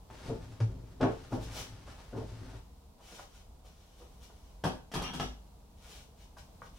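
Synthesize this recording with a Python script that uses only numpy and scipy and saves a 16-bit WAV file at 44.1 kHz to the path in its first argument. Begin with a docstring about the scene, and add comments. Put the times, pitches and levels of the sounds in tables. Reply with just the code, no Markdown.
"""A wooden drawer rasps, sticks and judders on its runners as it is tugged out of an old chest.
It is carried aside and stood on the concrete, where it knocks, scrapes over grit and settles.
Each contact rings the wood's modes and thin boards; jolts make the panels boom. Shoes and clothes
brush and tap over a faint hum. Heard in stereo in a garage with close, hard walls."""
import sys
import numpy as np
from scipy import signal
from scipy.fft import rfft, irfft, next_fast_len
from scipy.io import wavfile

SR = 44100
rng = np.random.default_rng(int(sys.argv[2]) if len(sys.argv) > 2 else 0)


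def put_to_file(sound):
    """Save the sound as 16-bit audio at rate SR, in the file named by the first command-line argument."""
    columns = np.atleast_2d(sound).T  # one column per channel
    safe = np.clip(columns, -1, 1)
    whole_steps = np.round(safe * 32767)
    wavfile.write(sys.argv[1], SR, whole_steps.astype(np.int16))


N = 298998
TIME = np.arange(N) / SR

# spectrum of the dense, short ring of thin boards: f/Hz, level/dB
BOARDS = [(60, -5), (150, 6.5), (400, 0), (900, -1.5), (1400, -8), (2100, -14.5), (3300, -13), (4500, -19),
          (5700, -11), (7000, -18), (10000, -15), (16000, -45)]
# tugs, each sliding the drawer until it binds: start/s, end/s, chest rumble/dB, runner rasp/dB
TUGS = [(0.083, 0.246, -52, -56), (0.234, 0.61, -42, -56.5), (0.599, 1, -40.5, -65),
        (0.998, 1.301, -43, -56.5), (1.305, 1.868, -38.5, -53.5), (1.851, 2.137, -61.5, -57.5),
        (2.14, 2.399, -43, -57.5), (2.389, 2.563, -43.5, -55.5)]


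def amp(db):
    """Decibels to gain."""
    return 10 ** (np.asarray(db) / 20)


def unit(x):
    """Scale to rms 1."""
    return x / np.sqrt(np.mean(x ** 2))


def burst(x):
    """Scale to energy 1."""
    return x / np.sqrt(np.sum(x ** 2))


def add(track, s, sound):
    """Mix a sound in at s seconds."""
    i = int(s * SR)
    track[i:i + len(sound)] += sound[:N - i]


def fade(t60):
    """One second of exponential decay."""
    return np.exp(-np.log(1000) * TIME[:SR] / t60)


def swell(t, start, peak, end):
    """A rounded rise and fall between 0 and 1."""
    return np.sin(np.pi / 2 * np.interp(t, [start, peak, end], [0, 1, 0]))


def stroke(start, end, attack_s, release_s, sag_db_per_s=0):
    """A sliding movement: quick start, slow sag, dying away after its end."""
    age = np.maximum(TIME - start, 0)
    dying = np.exp(-np.maximum(TIME - end, 0) / release_s)
    return np.minimum(age / attack_s, 1) * amp(-sag_db_per_s * age) * dying


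def waver(rate, depth_db):
    """A gain that wanders at random."""
    knots = rng.standard_normal(SR // 20)
    return amp(depth_db * np.interp(TIME * rate, np.arange(len(knots)), knots))


def colour(x, points):
    """Filter by a spectrum of points: f/Hz, level/dB."""
    hz, db = np.transpose(points)
    size = next_fast_len(x.shape[-1])
    f = np.fft.rfftfreq(size, 1 / SR)
    gain = amp(np.interp(np.log(f + 1), np.log(hz), db))
    return irfft(rfft(x, size) * gain, size)[..., :x.shape[-1]]


def soften(x, hz):
    """A soft contact passes little above its corner."""
    return signal.sosfilt(signal.butter(2, min(hz, SR / np.e), fs=SR, output="sos"), x)


def ring(x, response):
    """Play a force through the first half second of an impulse response."""
    return signal.fftconvolve(x, response[:SR // 2])[:N]


def modes(table):
    """One damped sine for each mode, weighted by its energy."""
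    return np.array([amp(db) / np.sqrt(t60) * fade(t60) * np.sin(2 * np.pi * hz * TIME[:SR]) * (-1) ** k
                     for k, (hz, db, t60) in enumerate(table)])


def grit(rate, spread_db, size=N):
    """Tiny slips of uneven size at random moments; rms 1."""
    slips = (rng.random(size) < rate / SR) * np.sign(rng.standard_normal(size))
    return unit(slips * amp(spread_db * np.clip(rng.standard_normal(size), -2, 2)))


def diffuse(size, side_db):
    """Noise reaching the microphones from all around: alike in the bass, wide in the treble."""
    # stereo width, side against mid: f/Hz, level/dB
    width = [(40, -23.5), (120, -20), (300, -5.5), (900, -4.5), (2000, 0), (15000, 0.5)]
    mid, side = rng.standard_normal((2, size))
    side = amp(side_db) * colour(side, width)
    return np.array([mid + side, mid - side]) / np.sqrt(2)


def garage(x, wet_db, t60, side_db, pan_db, gap_s=0.0041):
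    """Direct sound at the microphones, then the echoes of close, hard walls."""
    # colour of the reverberation: f/Hz, level/dB
    echo = [(60, 4.5), (150, -2), (400, 3.5), (1000, 0), (3000, 3), (15000, 1.5)]
    tail = diffuse(SR, side_db) * fade(t60) * np.clip(TIME[:SR] / gap_s - 1 / 2, 0, 1)
    response = amp(wet_db) * colour(unit(tail), echo) / np.sqrt(SR)
    response[:, 0] += 1  # the direct path
    response /= np.sqrt(1 + amp(wet_db) ** 2)
    return np.array([ring(x, h) * amp(side * pan_db / 2) for h, side in zip(response, (1, -1))])


def room_tone(air_db=-55):
    """Low rumble and airy hiss from all around, with a faint wavering hum."""
    # spectrum of the room's air: f/Hz, level/dB
    air_spectrum = [(12, -37), (20, -10), (56, 2), (108, -13), (194, -13.5), (377, -26), (470, -20),
                    (555, -26), (620, -23), (693, -23.5), (940, -24.5), (1170, -31.5), (1830, -42.5),
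                    (3860, -39), (15000, -46.5)]
    # tones of the hum: f/Hz, level/dB
    hum_tones = [(51, -73), (70, -70.5), (667, -83)]
    air = amp(air_db) * unit(colour(diffuse(N, side_db=0.5), air_spectrum)) * waver(3.36, 1.0)
    hum = sum(amp(db) * unit(np.sin(2 * np.pi * hz * TIME) * waver(8.1, 3.3)) for hz, db in hum_tones)
    return air + hum


def footwork(rise_share=0.58, rustle_db=-70.5, tap_t60=0.02, tap_octaves=0.76):
    """Soles and cloth brush in soft swishes; steps and touches give short dull taps."""
    # shoes and clothes brushing: peak t/s, length/s, level/dB
    brushes = [(1.34, 0.081, -55), (1.434, 0.083, -51), (1.587, 0.19, -43), (3.145, 0.33, -53.5),
               (3.367, 0.22, -63), (3.67, 0.069, -65), (4.01, 0.12, -68), (4.234, 0.064, -59.5),
               (5.934, 0.34, -53.5), (6.221, 0.13, -61.5), (6.388, 0.048, -54), (6.654, 0.12, -62.5),
               (6.78, 0.14, -61.5)]
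    # spectrum of the brushing: f/Hz, level/dB
    brush_spectrum = [(150, -20), (500, 1), (1000, 0.5), (2000, -5), (3100, -0.5), (4400, -5), (5800, -1.5),
                      (7000, -7.5), (10000, -11), (15000, -18)]
    # light steps and taps: t/s, level/dB, centre f/Hz, contact/s
    taps = [(2.98, -26.5, 740, .05), (3.105, -24.5, 430, .035), (3.181, -17, 845, 0.019),
            (3.644, -30, 750, 0.0043), (3.99, -22.5, 614, 0.047), (4.293, -29, 750, 0.014),
            (6.362, -22.5, 990, 0.016), (6.618, -16, 980, 0.00076)]
    pressure = sum(amp(db) * swell((TIME - s) / length, -rise_share, 0, 1 - rise_share) ** 2
                   for s, length, db in brushes)
    carrying = stroke(3.61, 4.5, attack_s=0.088, release_s=0.08)
    pressure += amp(rustle_db) * carrying * waver(11, 1.4)
    out = unit(colour(grit(7000, 3.2), brush_spectrum)) * pressure * waver(80, 1.78)
    for s, db, hz, contact in taps:
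        band = signal.butter(2, [hz / 2 ** tap_octaves, hz * 2 ** tap_octaves], "band", fs=SR,
                             output="sos")
        push = ring(fade(tap_t60), np.hanning(int(contact * SR) + 3))[:SR]
        tap = soften(signal.sosfilt(band, rng.standard_normal(SR) * push), 1.27 * hz)
        add(out, s, amp(db) * burst(tap))
    return out


def booms(hits, notes, linger_db=-16, linger_t60=0.59):
    """A panel and the air behind it trade energy, so each note swells, drops and lingers faintly."""
    out = np.zeros(N)
    for s, *levels in hits:
        for db, (hz, rise) in zip(levels, notes):
            age = TIME[:SR] / rise
            bloom = (age * np.exp(1 - age)) ** 2
            linger = amp(linger_db) * np.tanh(age) * fade(linger_t60)
            add(out, s, amp(db) * (bloom + linger) * np.sin(2 * np.pi * hz * TIME[:SR]))
    return out


def panels(flex_db=-3, flex_lag_s=0.0518):
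    """Jolts boom in the carcass; tugs and landings flex the drawer bottom."""
    # deep notes of the hollow carcass: f/Hz, swell/s
    carcass = [(112.3, 0.029), (260, 0.02), (448, 0.023)]
    # jolts to the carcass: t/s, low note/dB, middle note/dB, high note/dB
    jolts = [(.295, -40, -40.5, -35.5), (.602, -21.5, -45.5, -50), (1.018, -30.5, -26, -37.5),
             (1.325, -39, -54, -56), (2.155, -68, -42, -41)]
    # notes of the drawer's thin bottom: f/Hz, swell/s
    bottom = [(52, 0.072), (147, 0.022)]
    # landings that flex the bottom: t/s, low note/dB, high note/dB
    landings = [(4.641, -60, -30.5), (4.942, -44, -38), (5.135, -54, -45), (5.202, -39.5, -37)]
    bends = [(start + flex_lag_s, db + flex_db) for start, _, db, _ in TUGS]  # low note only
    return booms(jolts, carcass) + booms(bends + landings, bottom)


def blows(contacts, box_modes, boards_db, boards_t60, vary):
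    """Contacts on a wooden box: each spot rings its own mix of clear modes and dense board ring."""
    size = SR // 2
    out = np.zeros(N)
    shapes, dying = modes(box_modes)[:, :size], fade(boards_t60)[:size]
    for s, db, corner_hz in contacts:
        clear = (1 + vary * rng.standard_normal(len(box_modes))) @ shapes
        dense = colour(rng.standard_normal(size), BOARDS) * dying
        wood = burst(burst(clear) + amp(boards_db) * burst(dense))
        add(out, s, amp(db) * soften(wood, corner_hz))
    return out


def squeaks(detune=0.017, rise_s=0.013, length_s=0.023):
    """The drawer's edge catches on grit; each catch grips a new spot, which shifts the pitches."""
    # modes of end grain squeaking on grit: f/Hz, level/dB, t60/s
    end_grain = [(1190, 0, 0.041), (2100, -4, 0.027), (2436, 0, 0.049), (2820, -1, 0.051),
                 (3150, -3, 0.028), (3500, -5, 0.026), (4080, -11, .02), (4470, -9, 0.018),
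                 (5470, -3, 0.011), (5860, 0, 0.012)]
    # the edge catching: t/s, level/dB
    catches = [(5.011, -43.5), (5.03, -41.5), (5.05, -42.5), (5.068, -49), (5.212, -51)]
    out = np.zeros(N)
    for start, db in catches:
        spot = [(hz * (1 + detune * rng.standard_normal()), level, t60) for hz, level, t60 in end_grain]
        slips = grit(2200, 3.1, size=SR) * swell(TIME[:SR], 0, rise_s, length_s)
        add(out, start, amp(db) * ring(slips, burst(modes(spot).sum(axis=0))))
    return out


def drawer_on_floor(drag_db=-42.5, crunch_t60=0.084, crunch_rise_s=0.0031):
    """One corner lands, the edge grinds and squeaks over grit, then the rest drops."""
    # modes of the free drawer: f/Hz, level/dB, t60/s
    drawer_modes = [(144, 1.5, 0.19), (175, 1.5, 0.044), (254, 3.5, 0.26), (332.7, -9.5, 0.51),
                    (449, -11.5, 0.12), (600, -18, 0.037), (667, -12, 0.042), (774, -1.5, 0.063),
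                    (924, -4.5, 0.097), (1009, -5.5, 0.063), (1293, -10, 0.058), (1366, -10.5, 0.075),
                    (1508, -7, 0.038), (1738, -7.5, .04), (2855, -9, 0.026), (3244, -4, 0.025),
                    (3500, -11, 0.014)]
    # drawer meeting concrete: t/s, blow/dB, contact corner f/Hz, crunch/dB
    knocks = [(4.638, 2.5, 2000, -13), (4.65, 5, 1340, -17), (4.673, -3.5, 900, -26),
              (4.916, -15, 4000, -22), (4.938, -3.5, 3520, -10), (4.956, -0.5, 2470, -18),
              (4.99, -7.5, 1630, -29), (5.018, -5, 1510, -14.5), (5.133, -10.5, 2000, -17),
              (5.146, -4.5, 302, -18.5), (5.198, 0.5, 4540, -15.5), (5.226, -7.5, 445, -24)]
    # spectrum of crushed grit: f/Hz, level/dB
    crunch = [(300, -20), (1200, -2), (2100, -4), (3300, 0), (4500, -2), (5700, -1), (7000, -8),
              (10000, -11), (13000, -17), (16000, -22)]
    out = blows([row[:3] for row in knocks], drawer_modes, boards_db=2, boards_t60=0.096, vary=0.57)
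    drag = amp(drag_db) * stroke(4.93, 5.16, attack_s=0.024, release_s=0.04, sag_db_per_s=7)
    scrape = colour(grit(1300, 5), BOARDS) / 2
    body = ring(grit(830, 5), burst(modes(drawer_modes).sum(axis=0)))
    out += drag * unit(scrape + body)
    crushing = fade(crunch_t60) * np.tanh(TIME[:SR] / crunch_rise_s)
    for s, _, _, db in knocks:
        grains = colour(grit(8000, 5, size=SR), crunch)
        add(out, s, amp(db) * burst(grains * crushing))
    return out + squeaks()


def tugging(attack_s=0.03, release_s=0.04):
    """Strength of the rumble and of the rasp; both sag as the drawer slows after each tug."""
    rumble, rasp = np.zeros((2, N))
    for start, end, rumble_db, rasp_db in TUGS:
        rumble += amp(rumble_db) * stroke(start, end, attack_s, release_s, sag_db_per_s=25)
        rasp += amp(rasp_db) * stroke(start, end, attack_s, release_s, sag_db_per_s=9.5)
    return rumble, rasp


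def judder(slips_per_s=140, rise_share=0.22, jitter=0.1197, scatter_db=1.5):
    """The drawer binds and lets go in a quick, uneven train of slips."""
    # stick-slip on the runners: start/s, length/s, level/dB, contact corner f/Hz
    judders = [(0.267, 0.13, -13, 550), (.994, 0.13, -2.5, 1100), (1.303, 0.11, -11.5, 865),
               (1.539, .09, -20, 630), (2.12, 0.12, -11.5, 700)]
    slips = []
    for start, length, db, hz in judders:
        timing, strength = rng.standard_normal((64, 2)).T
        ages = np.cumsum(np.exp(jitter * timing)) / slips_per_s
        swell_db = 20 * np.log10(swell(ages / length, 0, rise_share, 1) + 1e-9)
        levels = db + scatter_db * strength + swell_db
        slips += [(start + age, level, hz) for age, level in zip(ages, levels) if age < length]
    return slips


def drawer_in_chest(rumble_hz=135, grain_db=-2):
    """Knocks, judder and sliding friction all shake the same carcass."""
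    # modes of the chest with the drawer in it: f/Hz, level/dB, t60/s
    chest_modes = [(114.5, -2, 0.29), (166.7, -11.5, 0.49), (192, -11, 0.18), (260, -1.5, 0.097),
                   (289.6, -6.5, 0.2), (341.3, -4.5, 0.28), (412, -7.5, 0.16), (444.8, -2, 0.23),
                   (562, -4, 0.088), (626.4, -2, 0.082), (687, -2.5, .15), (740, -18, 0.1), (805, -9, 0.12),
                   (878, -2, 0.27), (980, -9, 0.07), (1118, -18, 0.19), (1330, -14, 0.12),
                   (1470, -8, 0.049), (1660, -12, 0.18)]
    # drawer knocking inside the chest: t/s, level/dB, contact corner f/Hz
    knocks = [(.101, -18.5, 3000), (.296, -4.5, 654), (.603, -8.5, 5000), (1.004, -5, 900),
              (1.011, -2.5, 3580), (1.029, 2, 2200), (1.042, 5.5, 650), (1.323, -6.5, 990),
              (1.338, -5.5, 600), (1.875, -21, 2500), (2.13, -14, 1104), (2.175, -12, 696),
              (2.235, -5.5, 252), (2.53, -19, 700)]
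    # spectrum of the rasping runners: f/Hz, level/dB
    rasp_spectrum = [(100, 2), (300, 4.5), (800, 6), (1500, 2), (2100, -2.5), (3000, -3), (5800, -6.5),
                     (6800, -11), (9500, -14.5), (15000, -31)]
    rumble, rasp = tugging()
    bumps = grit(900, 4.6)
    body = unit(ring(bumps, modes(chest_modes).sum(axis=0)))
    grain = amp(grain_db) * unit(colour(bumps, BOARDS))
    rumbling = unit(soften(body + grain, rumble_hz)) * rumble
    rubbing = unit(colour(grit(2000, 1.9), rasp_spectrum)) * rasp * waver(40, 3.05)
    knocking = blows(knocks + judder(), chest_modes, boards_db=2.5, boards_t60=0.097, vary=1.0)
    return knocking + rumbling + rubbing


def scene():
    """The chest is in plain view of the microphones; the landing arrives mostly by way of the walls."""
    sliding = garage(drawer_in_chest(), wet_db=-1.5, t60=0.29, side_db=3.5, pan_db=1.9)
    landing = garage(drawer_on_floor(), wet_db=3.5, t60=0.33, side_db=3.0, pan_db=1.5)
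    steps = garage(footwork(), wet_db=2.5, t60=0.31, side_db=1.5, pan_db=2.0)
    bass = panels() * amp([[0.4], [-0.4]])  # long waves reach both sides almost alike
    return sliding + landing + steps + bass + room_tone()


def record(dry):
    """The recorder cuts the top steeply."""
    top_hz = 15800
    return signal.sosfilt(signal.ellip(10, 0.1, 80, top_hz, fs=SR, output="sos"), dry)


dry = scene()
out = record(dry)
put_to_file(out)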